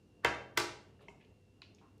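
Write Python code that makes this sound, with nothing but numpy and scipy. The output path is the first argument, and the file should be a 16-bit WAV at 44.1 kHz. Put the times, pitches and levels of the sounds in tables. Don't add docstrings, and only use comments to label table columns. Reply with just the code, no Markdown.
import sys
import numpy as np
from scipy import signal
from scipy.fft import rfft, irfft
from scipy.io import wavfile

SR = 44100
rng = np.random.default_rng(int(sys.argv[2]) if len(sys.argv) > 2 else 0)


def rack_gain(trim_db):
    fader = np.asarray(trim_db, float)
    return 10 ** (fader / 20)


def master(y):
    cut = np.clip(np.atleast_2d(y).T, -1, 1)
    pcm = np.round(cut * 32767)
    wavfile.write(sys.argv[1], SR, pcm.astype(np.int16))


N = 88200

# time in seconds, level in dB, softness low-pass in Hz.
FIRST_KNOCK = [
    (.2470, -21.5, 14030),
    (.2490, -26, 2509),
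    (.2520, -39.5, 4000),
    (.2615, -30.5, 7890),
]
SECOND_KNOCK = [
    (.5722, -29.5, 3500),
    (.5748, -23.5, 15100),
    (.5785, -30, 3000),
    (.6005, -32, 8000),
]
# frequency in Hz, density in dB per Hz.
FIRST_COLOUR = [(230, -10.5), (400, 1), (1000, 2), (2100, 2), (3100, -3.5), (4500, -12), (7200, -17.5),
                (15000, -41.5)]
SECOND_COLOUR = [(60, -23), (200, -14.5), (400, 2), (1000, -2), (2200, 0), (5000, -2), (9000, -9.5),
                 (15000, -15.5)]
BODY_HZ = [72, 125, 348, 457, 700, 840, 960, 1163, 1326, 1525, 2090, 2200, 3160, 3550]
# level in first knock in dB, level in second knock in dB, T60 in seconds.
BODY = [(-18, -25.5, 0.24), (-25, -25, 0.25), (-14.5, -14, 0.21), (-7, -18, 0.12), (-13, -15, 0.2),
        (-14, -15.5, 0.2), (-6.5, -4, 0.11), (-10, -15, 0.14), (-16.5, -8.5, 0.089), (-4.5, -5.5, 0.075),
        (3, 1, 0.019), (-13.5, -11, 0.06), (-9, -9.5, 0.054), (-9.5, -11.5, 0.039)]
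# frequency in Hz, first and second knock levels in dB, T60 in seconds.
TABLE = [(209, -30.5, -29, 0.16), (296.6, -21.5, -23.5, .4), (420.5, -18, -21, 0.37),
         (638, -19.5, -26.5, 0.3), (1100, -15, -19, 0.11), (1636, -17, -20.5, 0.18), (2680, -13, -21, 0.11),
         (4600, -22, -14.5, 0.049)]
BODY_DB, THUD_DB = -1.5, 21
SPREAD_S_AT_1K = 0.002047


def knock(contacts, colour, column):
    thud, modes = np.zeros(N), np.zeros(N)
    shape = dispersed(causal_colour(colour))
    for s, db, cut_hz in contacts:
        soft = signal.butter(2, min(cut_hz, 18000), fs=SR, output="sos")
        strength = rack_gain(rng.normal(0, 2, len(BODY))) * rng.choice([-1, 1], len(BODY))
        force = signal.sosfilt(soft, impulse(s, db) * rng.choice([-1, 1]))
        thud += rack_gain(THUD_DB) * signal.fftconvolve(force, shape)[:N]

        push = signal.sosfilt(soft, impulse(s + SPREAD_S_AT_1K / 2, db))
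        for gain, hz, mode in zip(strength, BODY_HZ, BODY):
            modes += rack_gain(BODY_DB) * gain * rack_gain(mode[column]) * ring(push, hz, mode[2])
        for sign, mode in zip(rng.choice([-1, 1], len(TABLE)), TABLE):
            modes += sign * rack_gain(mode[column + 1]) * ring(push, mode[0], mode[3])
    return np.array([thud, band_pass(modes, 40, 5500)])


def dispersed(shape):
    hz = np.fft.rfftfreq(len(shape), 1 / SR)
    delay = SPREAD_S_AT_1K * np.maximum(np.sqrt(1000 / np.maximum(hz, 100)) - .3, 0) + .0003
    phase = 2 * np.pi * np.cumsum(delay) * hz[1]
    return irfft(rfft(shape) * np.exp(-1j * phase), len(shape))


# peak in seconds, level in dB, frequency in Hz.
FORERUNNERS = [
    (0.2485, -32.5, 1497),
    (0.568, -50.5, 1570),
]
FORERUN_S = 0.0039


def forerunners():
    t, out = np.arange(N) / SR, np.zeros(N)
    for s, db, hz in FORERUNNERS:
        swell = np.exp(-np.abs(t - s) / FORERUN_S)
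        out += rack_gain(db) * swell * rms_one(ring(rng.standard_normal(N), hz, .006))
    return out


# time in seconds, energy in dB, low edge in Hz, high edge in Hz.
TICKS = [(0.2472, -9, 1480, 4750), (0.2474, -13, 6700, 8600), (.2473, -24.5, 8500, 16900),
         (0.2607, -17, 6450, 7850), (0.348, -34, 4000, 9000), (0.552, -65, 4970, 13900),
         (0.5722, -26.5, 4000, 15000), (0.5751, -10.5, 7740, 13300), (0.577, -3.5, 4340, 7100),
         (0.5751, 1.5, 1500, 3600), (0.6, -11.5, 2970, 7700), (1.085, -50, 3470, 6500),
         (1.2480, -53.5, 2500, 8000), (1.6187, -35.5, 900, 6000), (1.6187, -49, 6460, 9500),
         (1.7480, -46.5, 4656, 7480), (1.7484, -57.5, 7420, 13000), (1.982, -50, 3500, 6500),
         (1.98, -54.5, 6550, 13500), (.2520, -21, 3000, 4600), (0.572, -12, 1100, 2500),
         (1.082, -46, 1010, 3400), (1.6190, -42, 4400, 6000)]
TICK_ECHO_S, TICK_ECHO_DB = .0009, -3


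def dry_ticks():
    out = np.zeros((2, N))
    for s, db, lo_hz, hi_hz in TICKS:
        echo_s = s + TICK_ECHO_S * rng.uniform(0.82, 0.89)
        pair = np.array([impulse(s, db), -impulse(echo_s, db + TICK_ECHO_DB)])
        out += band_pass(pair, lo_hz, hi_hz)
    return out


# time in seconds, peak in dB, ring in Hz, second ring in Hz, T60 in seconds.
CLICKS = [(0.2273, -71, 1420, 2920, 0.0066), (1.0835, -43, 2137, 932, 0.035),
          (1.0859, -49.5, 2680, 3060, 0.024), (1.0832, -60, 5800, 4100, 0.01),
          (1.0850, -52, 392, 636, 0.072), (1.2485, -63.5, 3060, 4100, 0.012),
          (1.6190, -41, 3970, 2494, 0.011), (1.6185, -55, 1444, 3240, 0.019),
          (1.6219, -51, 1070, 2050, 0.013), (1.7485, -58.5, 6500, 5270, 0.0075),
          (1.6320, -51, 3700, 2460, 0.0071), (1.7844, -65.5, 2350, 3430, 0.019)]
SECOND_RING_DB, SNAP_DB, SNAP_S = -4, 11.5, .0004


def clicks():
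    ticks, rings = np.zeros(N), np.zeros(N)
    for s, db, hz, hz2, t60 in CLICKS:
        hit = impulse(s, db)
        lo_hz, hi_hz = min(hz, hz2) / 1.25, max(hz, hz2) * 1.2
        two_modes = ring(hit, hz, t60) + rack_gain(SECOND_RING_DB) * ring(hit, hz2, t60)
        rings += band_pass(two_modes, lo_hz, hi_hz)
        ticks += band_pass(burst(s, db + SNAP_DB, SNAP_S), lo_hz, hi_hz)
    return ticks, rings


def burst(s, db, length):
    x, n = np.zeros(N), np.arange(400)
    puff = rng.standard_normal(len(n)) * np.exp(-n / (length * SR))
    start = int(s * SR)
    x[start:start + len(n)] = rack_gain(db) * puff / np.sqrt(np.sum(puff ** 2))
    return x


# start in seconds, length in seconds, level in dB, centre in Hz.
SCUFFS = [(0.991, 0.012, -67, 1460), (1.004, 0.013, -59, 810), (0.995, 0.074, -64.5, 500),
          (0.88, 0.07, -80, 2500), (1.13, 0.049, -73, 700), (1.2, 0.041, -68, 2340),
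          (1.095, 0.043, -64.5, 790), (0.996, 0.076, -70.5, 2700), (1.014, 0.019, -79, 9000),
          (1.081, 0.051, -76, 6100), (1.81, 0.04, -65.5, 940), (1.828, 0.08, -74, 1020),
          (1.636, 0.067, -87, 3200), (1.639, 0.034, -77, 1900), (1.78, 0.03, -73, 2800)]
GRAINS_PER_S, GRAIN_SPREAD_DB = 6000, 2.2
SCUFF_OCTAVES = 0.39


def scuffs():
    out, t = np.zeros(N), np.arange(N) / SR
    slips = rng.random(N) < GRAINS_PER_S / SR
    grains = slips * rack_gain(GRAIN_SPREAD_DB * rng.exponential(1, N)) * rng.choice([-1, 1], N)
    for s, length, db, hz in SCUFFS:
        edges = np.minimum(hz * 2. ** (np.array([-1, 1]) * SCUFF_OCTAVES), .45 * SR)
        band = signal.butter(2, edges, "band", fs=SR, output="sos")
        u = np.clip((t - s) / length, 0, None)
        stroke = np.minimum(4.6 * u, 1) * np.exp(-1.2 * u ** 2)
        out += rack_gain(db) * stroke * rms_one(signal.sosfilt(band, grains))
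    return out


# frequency in Hz, T60 in seconds.
ROOM_T60 = [(60, 0.64), (160, 0.78), (420, 0.64), (1100, 0.48), (2900, 0.45), (7000, 0.42), (11000, 0.28),
            (16000, 0.13)]
ROOM_GAP_S, ROOM_BUILD_S = 0.0012, 0.001


def room_response():
    t = np.maximum(np.arange(SR) / SR - ROOM_GAP_S, 0)
    decay = bands(lambda hz: rack_gain(-60 * t / at_hz(ROOM_T60, hz)), SR)
    tail = (1 - np.exp(-t / ROOM_BUILD_S)) * decay
    return tail / np.sqrt(np.sum(tail ** 2))


# time in seconds, level in dB.
RUMBLE = [(0.0, -67), (0.16, -64.5), (0.48, -62), (1.28, -63), (1.46, -68.5), (1.61, -64.5), (2.0, -67.5)]
# frequency in Hz, density in dB per Hz.
RUMBLE_COLOUR = [(18, -49), (30, -8), (102, -5), (257, -10), (298, -13.5), (431, -9.5), (500, -21),
                 (528, -17), (2500, -48), (3250, -83.5), (5500, -120)]


def rumble():
    s, db = np.transpose(RUMBLE)
    shared = drift(12.0)
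    noise = bands(lambda hz: rack_gain(at_hz(RUMBLE_COLOUR, hz) + 0.96 * shared + 1.7 * drift(19.0)), N)
    return rack_gain(np.interp(np.arange(N) / SR, s, db)) * rms_one(noise)


TONE_HZ = [98, 198, 301, 398, 500, 2708, 2778, 2850]
# rms level in dB, line width in Hz.
TONES = [(-70, 11), (-77, 5.8), (-79.5, 3), (-84, 6), (-82, 4.4), (-87.5, 12), (-87, 15), (-91.5, 14)]


def tones():
    t, out = np.arange(N) / SR, np.zeros(N)
    for hz, (db, width_hz) in zip(TONE_HZ, TONES):
        in_phase = (1 + drift(width_hz / 2)) * np.sin(2 * np.pi * hz * t)
        quadrature = drift(width_hz / 2) * np.cos(2 * np.pi * hz * t)
        out += rack_gain(db) * rms_one(in_phase + quadrature)
    return out


# frequency in Hz, density in dB per Hz.
HISS_COLOUR = [(600, -20), (1000, -4.5), (2000, -3.5), (4000, -4.5), (6000, -6.5), (9000, -11.5),
               (13000, -18.5), (16500, -35)]
HISS_DB = -82.5


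def hiss():
    return rack_gain(HISS_DB) * rms_one(bands(lambda hz: rack_gain(at_hz(HISS_COLOUR, hz)), N))


def rms_one(x):
    return x / np.sqrt(np.mean(x ** 2) + 1e-20)


def at_hz(points, hz):
    p = np.array(points, float)
    return np.interp(np.log(np.maximum(hz, 1)), np.log(p[:, 0]), p[:, 1])


def impulse(s, db):
    x = np.full(N, 1e-18)
    x[int(s * SR)] = rack_gain(db)
    return x


def ring(x, hz, t60):
    r = rack_gain(-60 / (max(t60, .001) * SR))
    w = 2 * np.pi * min(hz, .45 * SR) / SR
    return signal.lfilter([0, np.sin(w)], [1, -2 * r * np.cos(w), r * r], x + 1e-18)


def band_pass(x, lo_hz, hi_hz):
    sos = signal.butter(3, [lo_hz, min(hi_hz, .45 * SR)], "band", fs=SR, output="sos")
    return signal.sosfilt(sos, x + 1e-18)


def causal_colour(points, size=4096):
    cep = irfft(np.log(rack_gain(at_hz(points, np.fft.rfftfreq(size, 1 / SR)))), size)
    cep[1:size // 2] *= 2
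    cep[size // 2 + 1:] = 0
    return irfft(np.exp(rfft(cep)), size)


def bands(gain_for, size):
    edges = 28 * 2 ** np.arange(0, 9.4, 1 / 3)
    white = rng.standard_normal((2, size + 4000))
    out = np.zeros(size)
    for k, (lo, hi) in enumerate(zip(edges, edges[1:])):
        sos = signal.butter(2, [lo, hi], "band", fs=SR, output="sos")
        out += gain_for(np.sqrt(lo * hi)) * signal.sosfilt(sos, white[k % 2])[4000:]
    return out


def drift(rate):
    r = np.exp(-80 * np.pi * rate / SR)
    noise = rng.standard_normal(N // 40 + 2002)
    slow = signal.lfilter([1], [1, -2 * r, r * r], noise)[2000:]
    return np.interp(np.arange(N) / 40, np.arange(len(slow)), rms_one(slow - slow.mean()))


KNOCK_WET_DB, BODY_SEND_DB = 2.5, -10.5
CLICK_WET_DB, SNAP_SEND_DB, RING_SEND_DB = 6.5, -4, -17.5
SCUFF_WET_DB, TICK_WET_DB = -5, -13


def scene():
    floor = rumble() + hiss() + tones()
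    room = room_response()
    first = knock(FIRST_KNOCK, FIRST_COLOUR, column=0)
    second = knock(SECOND_KNOCK, SECOND_COLOUR, column=1)
    thud, modes = first + second
    ticks, rings = clicks()
    rubs = scuffs()
    contact, rebound = dry_ticks()

    send = rack_gain(KNOCK_WET_DB) * (thud + rack_gain(BODY_SEND_DB) * modes)
    send += rack_gain(CLICK_WET_DB) * (rack_gain(SNAP_SEND_DB) * ticks + rack_gain(RING_SEND_DB) * rings)
    send += rack_gain(SCUFF_WET_DB) * rubs + rack_gain(TICK_WET_DB) * contact
    tail = signal.fftconvolve(send, room)[:N]

    direct = thud + modes + forerunners() + ticks + rings + rubs + contact + rebound
    return (direct + tail + floor)[None]


def low_pass(x):
    return signal.sosfilt(signal.butter(12, 16810, fs=SR, output="sos"), x)


def record(dry):
    bass_cut = signal.butter(4, 45, "high", fs=SR, output="sos")
    top_cut = signal.cheby2(12, 60, 16750, fs=SR, output="sos")
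    mix = signal.sosfilt(top_cut, signal.sosfilt(bass_cut, dry))
    return low_pass(mix)


dry = scene()
out = record(dry)
master(out)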